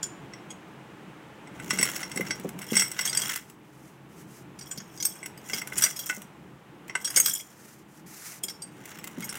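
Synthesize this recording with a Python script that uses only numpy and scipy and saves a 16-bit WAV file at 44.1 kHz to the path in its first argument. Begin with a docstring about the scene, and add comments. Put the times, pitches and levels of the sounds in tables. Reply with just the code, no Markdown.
"""A steel chain is lifted by hand and let fall against a chain wheel, close by in a small, humming room.
Hanging links ring freely; links lying on the hand or the wheel only clack. Between the blows
the chain scrapes over the rim in tiny slips and snags with dry ticks, the wheel thumps
on its axle and a sleeve brushes past."""
import sys
import numpy as np
from scipy import signal
from scipy.fft import rfft, irfft, next_fast_len
from scipy.io import wavfile
from scipy.ndimage import uniform_filter1d

SR = 44100
rng = np.random.default_rng(int(sys.argv[2]) if len(sys.argv) > 2 else 0)


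def master_out(mix):
    """Clip the mix to full scale and print it as 16-bit PCM to the path in sys.argv[1]."""
    frames = np.transpose(np.atleast_2d(mix))
    ceiling = np.clip(frames, -1, 1)
    pcm = np.round(ceiling * 32767).astype(np.int16)
    wavfile.write(sys.argv[1], SR, pcm)


N = 413658

# Levels in the tables are relative: the functions add an overall level on top.
# The room's background over time. Each row: time in seconds, hum level in dB, air level in dB.
ROOM_LEVELS = [(0.0, -46.5, -51), (0.75, -49.5, -53), (1.41, -47, -52.5), (1.85, -45.5, -49),
               (2.56, -46, -51.5), (2.95, -50, -54.5), (3.21, -46, -48), (3.37, -53.5, -60),
               (3.65, -55, -59.5), (4.44, -50.5, -57), (5.54, -51, -53.5), (5.67, -48, -52),
               (6.58, -55, -58), (7.16, -52.5, -53.5), (7.42, -53, -59.5), (7.92, -57.5, -60),
               (9.38, -50, -53)]
# The tone of the hum and of the moving air. 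Each row: frequency in Hz, level in dB.
HUM_SPECTRUM = [(25, -27), (50, -22), (70, -7), (98, -10), (125, 1), (150, 3), (190, 4), (255, -4.5),
                (310, 3), (450, -8), (700, -47)]
AIR_SPECTRUM = [(250, -23), (450, 3), (650, 1), (870, 2.5), (1100, 0.5), (2000, -4), (3000, -8),
                (4500, -20.5), (8000, -21.5), (15000, -40.5)]
# The modes (natural tones) of the room, hanging links, lying links and the wheel.
# Each row: frequency in Hz, level in dB, seconds to fade by 60 dB (called t60 below).
ROOM_MODES = [(133.8, 1, 0.49), (214.2, -2, 0.39), (303.7, -10, 0.72), (443, -10, 0.11), (857, 0.5, 0.12),
              (1170, -17, 0.094)]
HANGING_MODES = [(1580, -8, .07), (2165, -5, .09), (3288, -5, .17), (4755, -5, .26), (5012, -7, .18),
                 (5168, -8, .17), (5422, -2, .22), (5615, -6, .16), (5745, -8, .18), (5862, -7, .25),
                 (6430, -8, .24), (6628, -7, .26), (7064, -3, .32), (7890, -8, .16), (8086, 2, .23),
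                 (8345, -2, .17), (8480, 0, .24), (8560, -4, .17), (8900, -10, .1), (9287, -11, .2),
                 (9540, -7, .24), (9917, -17, .24), (10695, -8, .26), (11100, -11, .16), (11897, -2, .24),
                 (12763, -4, .23), (13420, -7, .18), (13740, -4, .22), (14100, -6, .17), (14950, -10, .12)]
LYING_MODES = [(1515, -7, .12), (1580, -12, .1), (2022, -2, .1), (2075, -4, .1), (2157, -5, .14),
               (2700, -9, .09), (2830, -13, .08), (3285, -13, .16), (4500, -19, .12), (4690, -13, .12),
               (5150, -16, .08), (5425, -6, .12), (5498, 0, .19), (5742, -3, .17), (6440, -13, .12),
               (7090, -17, .12), (7700, -7, .07), (7900, 1, .15), (8100, -1, .18), (8358, -3, .11),
               (8650, -14, .08), (9090, -15, .1), (9580, -22, .12), (10370, -9, .11), (10900, -15, .1),
               (12200, -20, .1), (12800, -19, .12), (13440, -18, .1), (14100, -13, .11), (15100, -15, .08)]
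WHEEL_MODES = [(132.8, -28, 0.25), (190, -2, 0.44), (222, -4, 0.44), (246.5, -26, 0.051), (331, -8, 0.22),
               (388, 1.5, 0.15), (440.7, 5.5, 0.055), (560, 1, 0.067)]
# Blows of hanging links, then of lying links. Each row: start in seconds, level in dB, then the
# body, middle and top bands in dB from that level, and the lasting ring in dB from the first ring.
CLINKS = [(0.029, -16, -27, -10, -30, -23.5), (0.064, -35, -14, -16, -26, -24),
          (0.504, -29.5, -18, -11, -27, -26), (3.052, -15, -32, -9.5, -30.5, -21.5),
          (3.075, -17, -20, -10.5, -27.5, -20), (3.096, -14.5, -28, -13.5, -23, -29),
          (3.149, -13.5, -18, -13, -20.5, -20.5), (3.172, -8, -22, -13.5, -25.5, -19.5),
          (3.217, -13.5, -23, -12, -22, -18), (4.589, -32.5, -23, -10, -20, -17),
          (4.61, -31, -21, -7.5, -30, -20), (4.625, -36.5, -29, -8, -32, -22),
          (4.712, -19.5, -21.5, -14, -23, -27), (4.775, -28, -20, -9, -17, -22),
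          (4.801, -34.5, -11, -7, -37, -22), (4.975, -33, -23, -7, -19, -20),
          (5.001, -25, -18, -6, -20, -17), (5.025, -16.5, -24, -9.5, -18, -18),
          (5.051, -10, -27.5, -14.5, -13, -18), (5.156, -39, -11.5, -17, -19, -20),
          (5.375, -35, -13, -12, -16, -20), (5.533, -15, -11, -10, -28, -21.5),
          (5.779, -13, -24, -17.5, -12.5, -20), (5.821, -7, -21.5, -13, -17, -16),
          (5.837, -5.5, -21, -8, -26.5, -18.5), (5.962, -24, -20, -13, -15, -20),
          (5.991, -20, -24.5, -11, -12.5, -19), (7.046, -18.5, -21.5, -10.5, -21, -20),
          (7.074, -22.5, -13, -9.5, -19.5, -20.5), (7.102, -23, -16, -11, -13, -21),
          (7.161, -5.5, -26, -10, -23, -18), (7.172, -5, -17.5, -19, -20, -27),
          (7.199, -3.5, -27, -22, -15, -21), (7.259, -7.5, -22.5, -12, -13, -18),
          (7.281, -14, -18.5, -13.5, -13, -22), (7.334, -18, -27.5, -24, -11.5, -20),
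          (7.397, -31.5, -12, -13, -23, -22), (8.435, -15, -24, -18, -15.5, -27),
          (8.483, -24, -17.5, -8.5, -24, -15), (8.495, -27.5, -19, -7, -17, -20),
          (8.62, -26.5, -34, -11.5, -23, -23), (9.223, -31, -8, -8, -19, -21),
          (9.242, -25.5, -33, -17, -9, -24), (9.291, -24.5, -18, -10, -17, -26)]
CLACKS = [(0.335, -30.5, -8, -8.5, -36, -8), (1.472, -36, -7.5, -16.5, -37, -21),
          (1.598, -26.5, -7, -20, -35, -35), (1.706, -9, -10, -11, -34, -35),
          (1.734, -20, -11, -14, -15, -7), (1.787, -10, -12, -14.5, -33, -5),
          (1.811, -17.5, -7, -8.5, -10, -19), (1.828, -4, -10.5, -14.5, -21, -21),
          (1.961, -17.5, -18, -11, -16, -24), (2.03, -19.5, -9.5, -10.5, -28, -7),
          (2.115, -22.5, -12.5, -12.5, -22, -17), (2.159, -20.5, -18, -17, -22, -14),
          (2.173, -15.5, -9.5, -14.5, -21, -33), (2.208, -19, -4.5, -19, -16, -10),
          (2.268, -30.5, -7, -6.5, -20, -22), (2.307, -13.5, -7.5, -12, -34, -10),
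          (2.616, -23.5, -16.5, -15, -15, -7), (2.73, -19, -11.5, -10.5, -20, -13.5),
          (2.753, -12.5, -15, -9.5, -21.5, -3), (2.767, -1.5, -15, -23, -29.5, -11),
          (2.771, -7.5, -20, -9, -22, -7.5), (2.795, -5.5, -18, -11.5, -23, -5),
          (2.808, -14, -17, -9, -24, 0), (2.82, -9, -11, -17, -20.5, -9),
          (2.915, -17.5, -20.5, -16, -17.5, -20), (2.99, -12.5, -9, -11, -20.5, -21),
          (3.01, -15, -16, -12, -20, -18), (3.129, -16.5, -14, -9.5, -32, -22.5),
          (5.229, -25, -7.5, -20, -31, -7), (5.259, -20.5, -14, -15.5, -15.5, -38),
          (5.497, -30, 0, -7, -31, -4), (5.582, -21, -14.5, -8.5, -17.5, -12),
          (5.616, -22, -9, -14, -19.5, -16), (5.722, -26, -2.5, -33, -27, -16),
          (5.862, -20, -6.5, -22, -19.5, -10), (6.096, -15.5, -7.5, -15, -34, -13),
          (6.125, -28, -2.5, -30, -26, -25), (6.896, -25, -3.5, -14, -34, -15),
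          (6.952, -12.5, -7, -18.5, -40, -30)]
# Borders in Hz of a link's five bands: knock, body, middle, bright and top.
LINK_EDGES_HZ = [280, 1100, 2900, 7000, 10000, 17000]
# Drags of the chain over the rim. Each row: fastest moment in seconds, seconds of speeding up,
# seconds of slowing down, then the levels of grating, jingle and hiss in dB.
DRAGS = [(1.86, 0.31, 0.31, -36.5, -45, -40), (2.18, 0.097, 0.38, -46.5, -61, -49.5),
         (2.62, .04, .14, -48, -54, -58.5), (2.79, 0.19, 0.15, -39, -34, -44),
         (3.05, 0.23, .15, -41, -44, -46), (3.34, .34, 0.086, -35.5, -33.5, -39),
         (4.63, 0.074, 0.53, -65, -54, -59), (5.06, 0.24, 0.25, -66, -45.5, -55),
         (5.57, 0.15, 0.081, -41.5, -38.5, -40), (5.83, .14, 0.14, -36.5, -33, -36.5),
         (6.07, 0.14, 0.15, -51, -39, -41.5), (7.19, 0.11, 0.063, -38.5, -50, -65),
         (7.3, 0.33, 0.19, -53, -32, -44), (8.901, 0.21, 0.43, -50.5, -57, -57),
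         (9.36, 0.35, 0.084, -45, -56, -58)]
# The tone of a drag's grating and of its hiss. Each row: frequency in Hz, level in dB.
GRATE_SPECTRUM = [(80, -41.5), (400, -11.5), (900, -12), (1300, -1), (1550, 2.5), (1800, -1.5), (2100, 3.5),
                  (2450, -8.5), (2800, 0), (3300, -7.5), (4000, -11.5), (5500, -28.5)]
HISS_SPECTRUM = [(500, -44.5), (2500, -22), (4200, -15), (5000, -5.5), (5600, 6), (6200, 5.5), (7200, 7.5),
                 (8200, -1), (9700, 0), (12000, -5), (15500, -1.5)]
# Knocks of the wheel. Each row: start in seconds, level in dB, upper band in dB from that level.
THUMPS = [(1.728, -22, -12.5), (1.791, -23, -10), (2.157, -23.5, -12.5), (2.194, -22, -3.5),
          (2.274, -30.5, -17), (2.393, -30.5, -17), (2.445, -23, -4.5), (2.548, -24, -20),
          (2.717, -14.5, -12), (4.772, -36.5, -9), (5.526, -37, -4.5), (5.762, -33, -11), (6.17, -33, -11),
          (7.163, -37.5, -6), (8.437, -34.5, -9.5), (9.175, -23.5, -18)]
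# Borders in Hz of the wheel's low and upper bands.
WHEEL_EDGES_HZ = [150, 290, 580]
# Links catching and slipping. Each row: start in seconds, level in dB.
SNAGS = [(1.853, -16), (1.898, -23), (2.005, -28), (2.397, -30), (2.49, -25.5), (2.589, -25.5),
         (3.298, -15.5), (3.359, -15), (3.498, -35), (5.673, -22), (6.218, -28.5), (6.88, -33.5),
         (8.855, -28.5), (8.987, -29.5), (9.041, -23), (9.073, -24), (9.205, -27), (9.303, -36),
         (9.326, -28), (9.354, -24), (9.37, -29)]
# Strokes of the sleeve. Each row: start in seconds, end in seconds, level in dB.
SLEEVE_STROKES = [(3.38, 3.555, -67), (3.638, 3.97, -68), (4.09, 4.26, -62.5), (4.267, 4.43, -60),
                  (7.362, 7.832, -61.5), (7.88, 8.018, -64.5), (8.062, 8.394, -48.5), (8.495, 8.84, -72)]
# The tone of brushing cloth. Each row: frequency in Hz, level in dB.
CLOTH_SPECTRUM = [(530, -38), (900, -10), (1410, 3.5), (1600, 2), (2120, 3), (3340, -8), (6110, 3.5),
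                  (12600, -2.5), (14700, -2), (16000, -10)]


def undb(db):
    """Turn decibels into a number to multiply by."""
    return 10 ** (np.asarray(db) / 20)


def unit(x):
    """Scale a sound to an average power of 1."""
    return x / np.sqrt(np.mean(x ** 2))


def fade(t, t60):
    """Die away smoothly, 60 dB down after t60 seconds."""
    return np.exp(-np.log(1000) * t / t60)


def colour(x, spectrum):
    """Give a sound the tone of a spectrum table, at a power of 1."""
    hz, db = np.transpose(spectrum)
    size = next_fast_len(N)
    bins_hz = np.maximum(np.arange(size // 2 + 1) * SR / size, 1)
    gain = undb(np.interp(np.log(bins_hz), np.log(hz), db))
    return unit(irfft(rfft(x, size) * gain, size)[:N])


def wander(per_s):
    """A curve that drifts between random values, mostly within -1 to 1."""
    values = rng.standard_normal(2000)
    return np.interp(np.arange(N) / SR * per_s, np.arange(len(values)), values)


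def place(times, sounds):
    """Add each sound to the time line at its start time."""
    out = np.zeros(N + sounds.shape[1])
    for start, sound in zip(times, sounds):
        i = max(int(start * SR), 0)
        out[i:i + len(sound)] += sound
    return out[:N]


def ring(modes, t, count, scatter_db, detune_hz=0):
    """One ring per blow: each lands on another spot and so mixes the modes anew."""
    hz, db, t60 = np.transpose(modes)[:, :, None]
    waves = undb(db) * fade(t, t60) * np.exp(2j * np.pi * hz * t)
    level, phase = rng.standard_normal((count, 2, len(hz))).transpose(1, 0, 2)
    mix = undb(scatter_db * level) * np.exp(2j * np.pi * phase)
    # no two links are quite the same size
    detune = np.exp(2j * np.pi * detune_hz * rng.standard_normal((count, 1)) * t)
    return (mix @ waves * detune).imag / np.linalg.norm(undb(db))


def set_bands(sounds, edges_hz, band_db, attack_s):
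    """Set how strong each blow is in each frequency band over its first moments."""
    out = 0
    for low, high, db in zip(edges_hz, edges_hz[1:], band_db):
        band = signal.sosfilt(signal.butter(3, [low, high], "bandpass", fs=SR, output="sos"), sounds)
        power = np.mean(band[:, :int(attack_s * SR)] ** 2, axis=1)
        out = out + band * (undb(db) / np.sqrt(power))[:, None]
    return out


def room_tone(air_db, waver_db, modes_db, hiss_db):
    """A low, wavering hum keeps the room's modes sounding, over moving air and a faint hiss."""
    room_ring = ring(ROOM_MODES, np.arange(SR // 2) / SR, count=1, scatter_db=-0.5)[0]
    resonance = unit(signal.fftconvolve(rng.standard_normal(N + SR), room_ring)[SR:SR + N])
    hum = colour(rng.standard_normal(N), HUM_SPECTRUM) + undb(modes_db) * resonance
    hum *= undb(waver_db * wander(per_s=8.3))
    air = colour(rng.standard_normal(N), AIR_SPECTRUM) * undb(air_db)
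    times, *levels_db = np.transpose(ROOM_LEVELS)
    hum_gain, air_gain = (undb(np.interp(np.arange(N) / SR, times, db)) for db in levels_db)
    return hum * hum_gain + air * air_gain + undb(hiss_db) * rng.standard_normal(N)


def blow_bands(body_db, middle_db, top_db):
    """A blow's five band levels: energy not spent on body and middle goes to the bright band."""
    whole_db = -5.5  # a band this strong holds all of the blow's energy
    spare = 1 - undb(body_db - whole_db) ** 2 - undb(middle_db - whole_db) ** 2
    bright_db = -8.5 + 10 * np.log10(np.maximum(spare, 0.03))
    knock_db = body_db - 14.5  # the rim knocks dully under each blow
    return np.array([knock_db, body_db, middle_db, bright_db, top_db])


def link_blows(blows, modes, choke_t60, crack_db, crack_t60, bounces_per_s, bounce_db, bounce_t60,
               scatter_db, rise_s, level_db):
    """Steel hits steel: a crack, a ring that the neighbouring links soon choke, and a lasting ring."""
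    starts, blow_db, body_db, middle_db, top_db, ring_db = np.transpose(blows)
    t = np.arange(SR // 4) / SR
    tone = ring(modes, t, len(starts), scatter_db, detune_hz=14)
    tone *= fade(t, choke_t60) + undb(ring_db)[:, None]
    crack = undb(crack_db) * fade(t, crack_t60) * rng.standard_normal(tone.shape)
    # after the first contact the links bounce on each other, ever more weakly
    early = t[:SR // 8]
    shape = (len(starts), len(early))
    bounces = (rng.random(shape) < bounces_per_s / SR) * rng.uniform(-0.87, 1, shape)
    contacts = bounces * undb(bounce_db) * fade(early, bounce_t60)
    contacts[:, 0] = 1
    onset = 1 - np.exp(-(t / rise_s) ** 2)
    sounds = signal.fftconvolve(tone + crack, contacts, axes=1)[:, :len(t)] * onset
    band_db = blow_db + blow_bands(body_db, middle_db, top_db)
    sounds = set_bands(sounds, LINK_EDGES_HZ, band_db, attack_s=0.005)
    # a faint copy a few milliseconds early softens each blow's attack
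    soft_lead_in = undb(-19) * place(starts - rng.uniform(0.0018, 0.008, len(starts)), sounds)
    return undb(level_db) * (soft_lead_in + place(starts - rise_s / 2, sounds))


def hanging_clinks():
    """Hanging links are free to ring brightly and bounce hard."""
    return link_blows(CLINKS, HANGING_MODES, choke_t60=0.04, crack_db=-3.5, crack_t60=0.022,
                      bounces_per_s=630, bounce_db=-2, bounce_t60=0.075,
                      scatter_db=8, rise_s=0.0018, level_db=-2.5)


def lying_clacks():
    """Links lying on the hand or the wheel are muffled, so they clack."""
    return link_blows(CLACKS, LYING_MODES, choke_t60=0.042, crack_db=-6, crack_t60=0.036,
                      bounces_per_s=940, bounce_db=-12.5, bounce_t60=0.08,
                      scatter_db=2.5, rise_s=0.0018, level_db=-4)


def slips(per_s, spread_db, t60):
    """Tiny slips of uneven size come at random, each a short rasp of noise."""
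    t = np.arange(SR // 5) / SR
    slipping = rng.random(N) < per_s / SR
    sizes = slipping * undb(spread_db * np.minimum(rng.exponential(size=N), 3))
    power = np.abs(signal.fftconvolve(sizes ** 2, fade(t, t60) ** 2)[:N])
    return rng.standard_normal(N) * np.sqrt(power)


def drag_gains(range_db, breakaway_s):
    """Grating, jingle and hiss swell as the chain breaks loose and speeds up, and die as it slows."""
    t = np.arange(N) / SR
    gains = np.zeros((3, N))
    for fastest_s, rise_s, fall_s, *levels_db in DRAGS:
        slowness = np.maximum((fastest_s - t) / rise_s, (t - fastest_s) / fall_s)
        swell = undb(-range_db * slowness ** 1.37)  # a power above 1 rounds the crest
        loose = np.clip(1 + (t - fastest_s + rise_s) / breakaway_s, 0, 1)
        gains = np.maximum(gains, undb(levels_db)[:, None] * loose * swell)
    return gains


def loose_links(count, taps_per_s, spread_db, choke_t60):
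    """A few loose links tap their neighbours at random, each with its own mix of modes."""
    t = np.arange(SR // 5) / SR
    rings = ring(HANGING_MODES, t, count, scatter_db=11, detune_hz=25) * fade(t, choke_t60)
    jingle = np.zeros(N)
    for link in rings:
        taps = slips(taps_per_s, spread_db, t60=0.005)
        jingle += signal.fftconvolve(taps, link)[:N]
    return unit(jingle)


def chain_drags(grate_db, hiss_db, jingle_db, patchy_db):
    """Links dragged over the rim grate and hiss, while the loose ones behind them jingle."""
    grate_gain, jingle_gain, hiss_gain = drag_gains(range_db=23.5, breakaway_s=0.04)
    rasp = slips(per_s=520, spread_db=5, t60=0.019)
    grate = colour(rasp, GRATE_SPECTRUM) * grate_gain
    hiss = colour(rasp, HISS_SPECTRUM) * hiss_gain * undb(patchy_db * wander(per_s=60))
    jingle = loose_links(count=3, taps_per_s=44, spread_db=3.5, choke_t60=0.044) * jingle_gain
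    return undb(grate_db) * grate + undb(hiss_db) * hiss + undb(jingle_db) * jingle


def wheel_thumps(rattle_db, rattle_t60, rise_s, choke_t60, level_db):
    """Tugs on the chain knock the wheel against its axle: a short rattle and a low ring."""
    starts, thump_db, upper_db = np.transpose(THUMPS)
    t = np.arange(SR // 3) / SR
    tone = ring(WHEEL_MODES, t, len(starts), scatter_db=0) * fade(t, choke_t60)
    rattle = undb(rattle_db) * fade(t, rattle_t60) * rng.standard_normal(tone.shape)
    sounds = (tone + rattle) * (1 - np.exp(-t / rise_s))
    band_db = [thump_db - 8.5, thump_db + upper_db]  # low band, upper band
    return undb(level_db) * place(starts, set_bands(sounds, WHEEL_EDGES_HZ, band_db, attack_s=0.01))


def snag_ticks(body_db, middle_db, top_db, ring_db):
    """Links catch and slip with a dry, almost toneless tick."""
    ticks = [(start, db, body_db, middle_db, top_db, ring_db) for start, db in SNAGS]
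    return link_blows(ticks, LYING_MODES, choke_t60=0.006, crack_db=9.5, crack_t60=0.027,
                      bounces_per_s=680, bounce_db=-10, bounce_t60=0.051,
                      scatter_db=11, rise_s=0.0011, level_db=-6)


def sleeve(level_db, flicker_db):
    """Cloth brushes by with a fine, uneven hiss that swells and eases with each stroke of the arm."""
    t = np.arange(N) / SR
    strokes = np.zeros(N)
    for start, end, db in SLEEVE_STROKES:
        along = (t - start) / (end - start)
        arch_db = np.interp(along, [0, 0.69, 1], [-12, 0, -11])  # loudest where the arm is fastest
        strokes += undb(db + arch_db) * (along > 0) * (along < 1)
    cloth = colour(rng.standard_normal(N), CLOTH_SPECTRUM)
    return cloth * uniform_filter1d(strokes, size=300) * undb(level_db + flicker_db * wander(per_s=90))


def walls(x, t60, echo_db):
    """The walls of a small room add a short, dense echo."""
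    t = np.arange(SR // 2) / SR
    echo = rng.standard_normal(len(t)) * fade(t, t60) * (1 - np.exp(-t / 0.006))
    return x + undb(echo_db) * signal.fftconvolve(x, echo / np.linalg.norm(echo))[:N]


def scene():
    """Mix chain, wheel and sleeve with the humming room, in one channel."""
    near = lying_clacks() + hanging_clinks()
    near += wheel_thumps(rattle_db=17, rattle_t60=0.046, rise_s=0.00036, choke_t60=0.81, level_db=-3)
    near += chain_drags(grate_db=-1, hiss_db=2, jingle_db=-2.5, patchy_db=4.5)
    near += snag_ticks(body_db=-12, middle_db=-15, top_db=-11, ring_db=-20.5)
    near += sleeve(level_db=7, flicker_db=1.9)
    in_room = walls(near, t60=0.27, echo_db=-15)
    background = room_tone(air_db=1.5, waver_db=2.5, modes_db=-7, hiss_db=-70.5)
    return (in_room + background)[None]


def record(dry):
    """A steep filter cuts the treble above 15900 Hz."""
    return signal.sosfilt(signal.ellip(10, 0.2, 75, 15900, fs=SR, output="sos"), dry)


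dry = scene()
out = record(dry)
master_out(out)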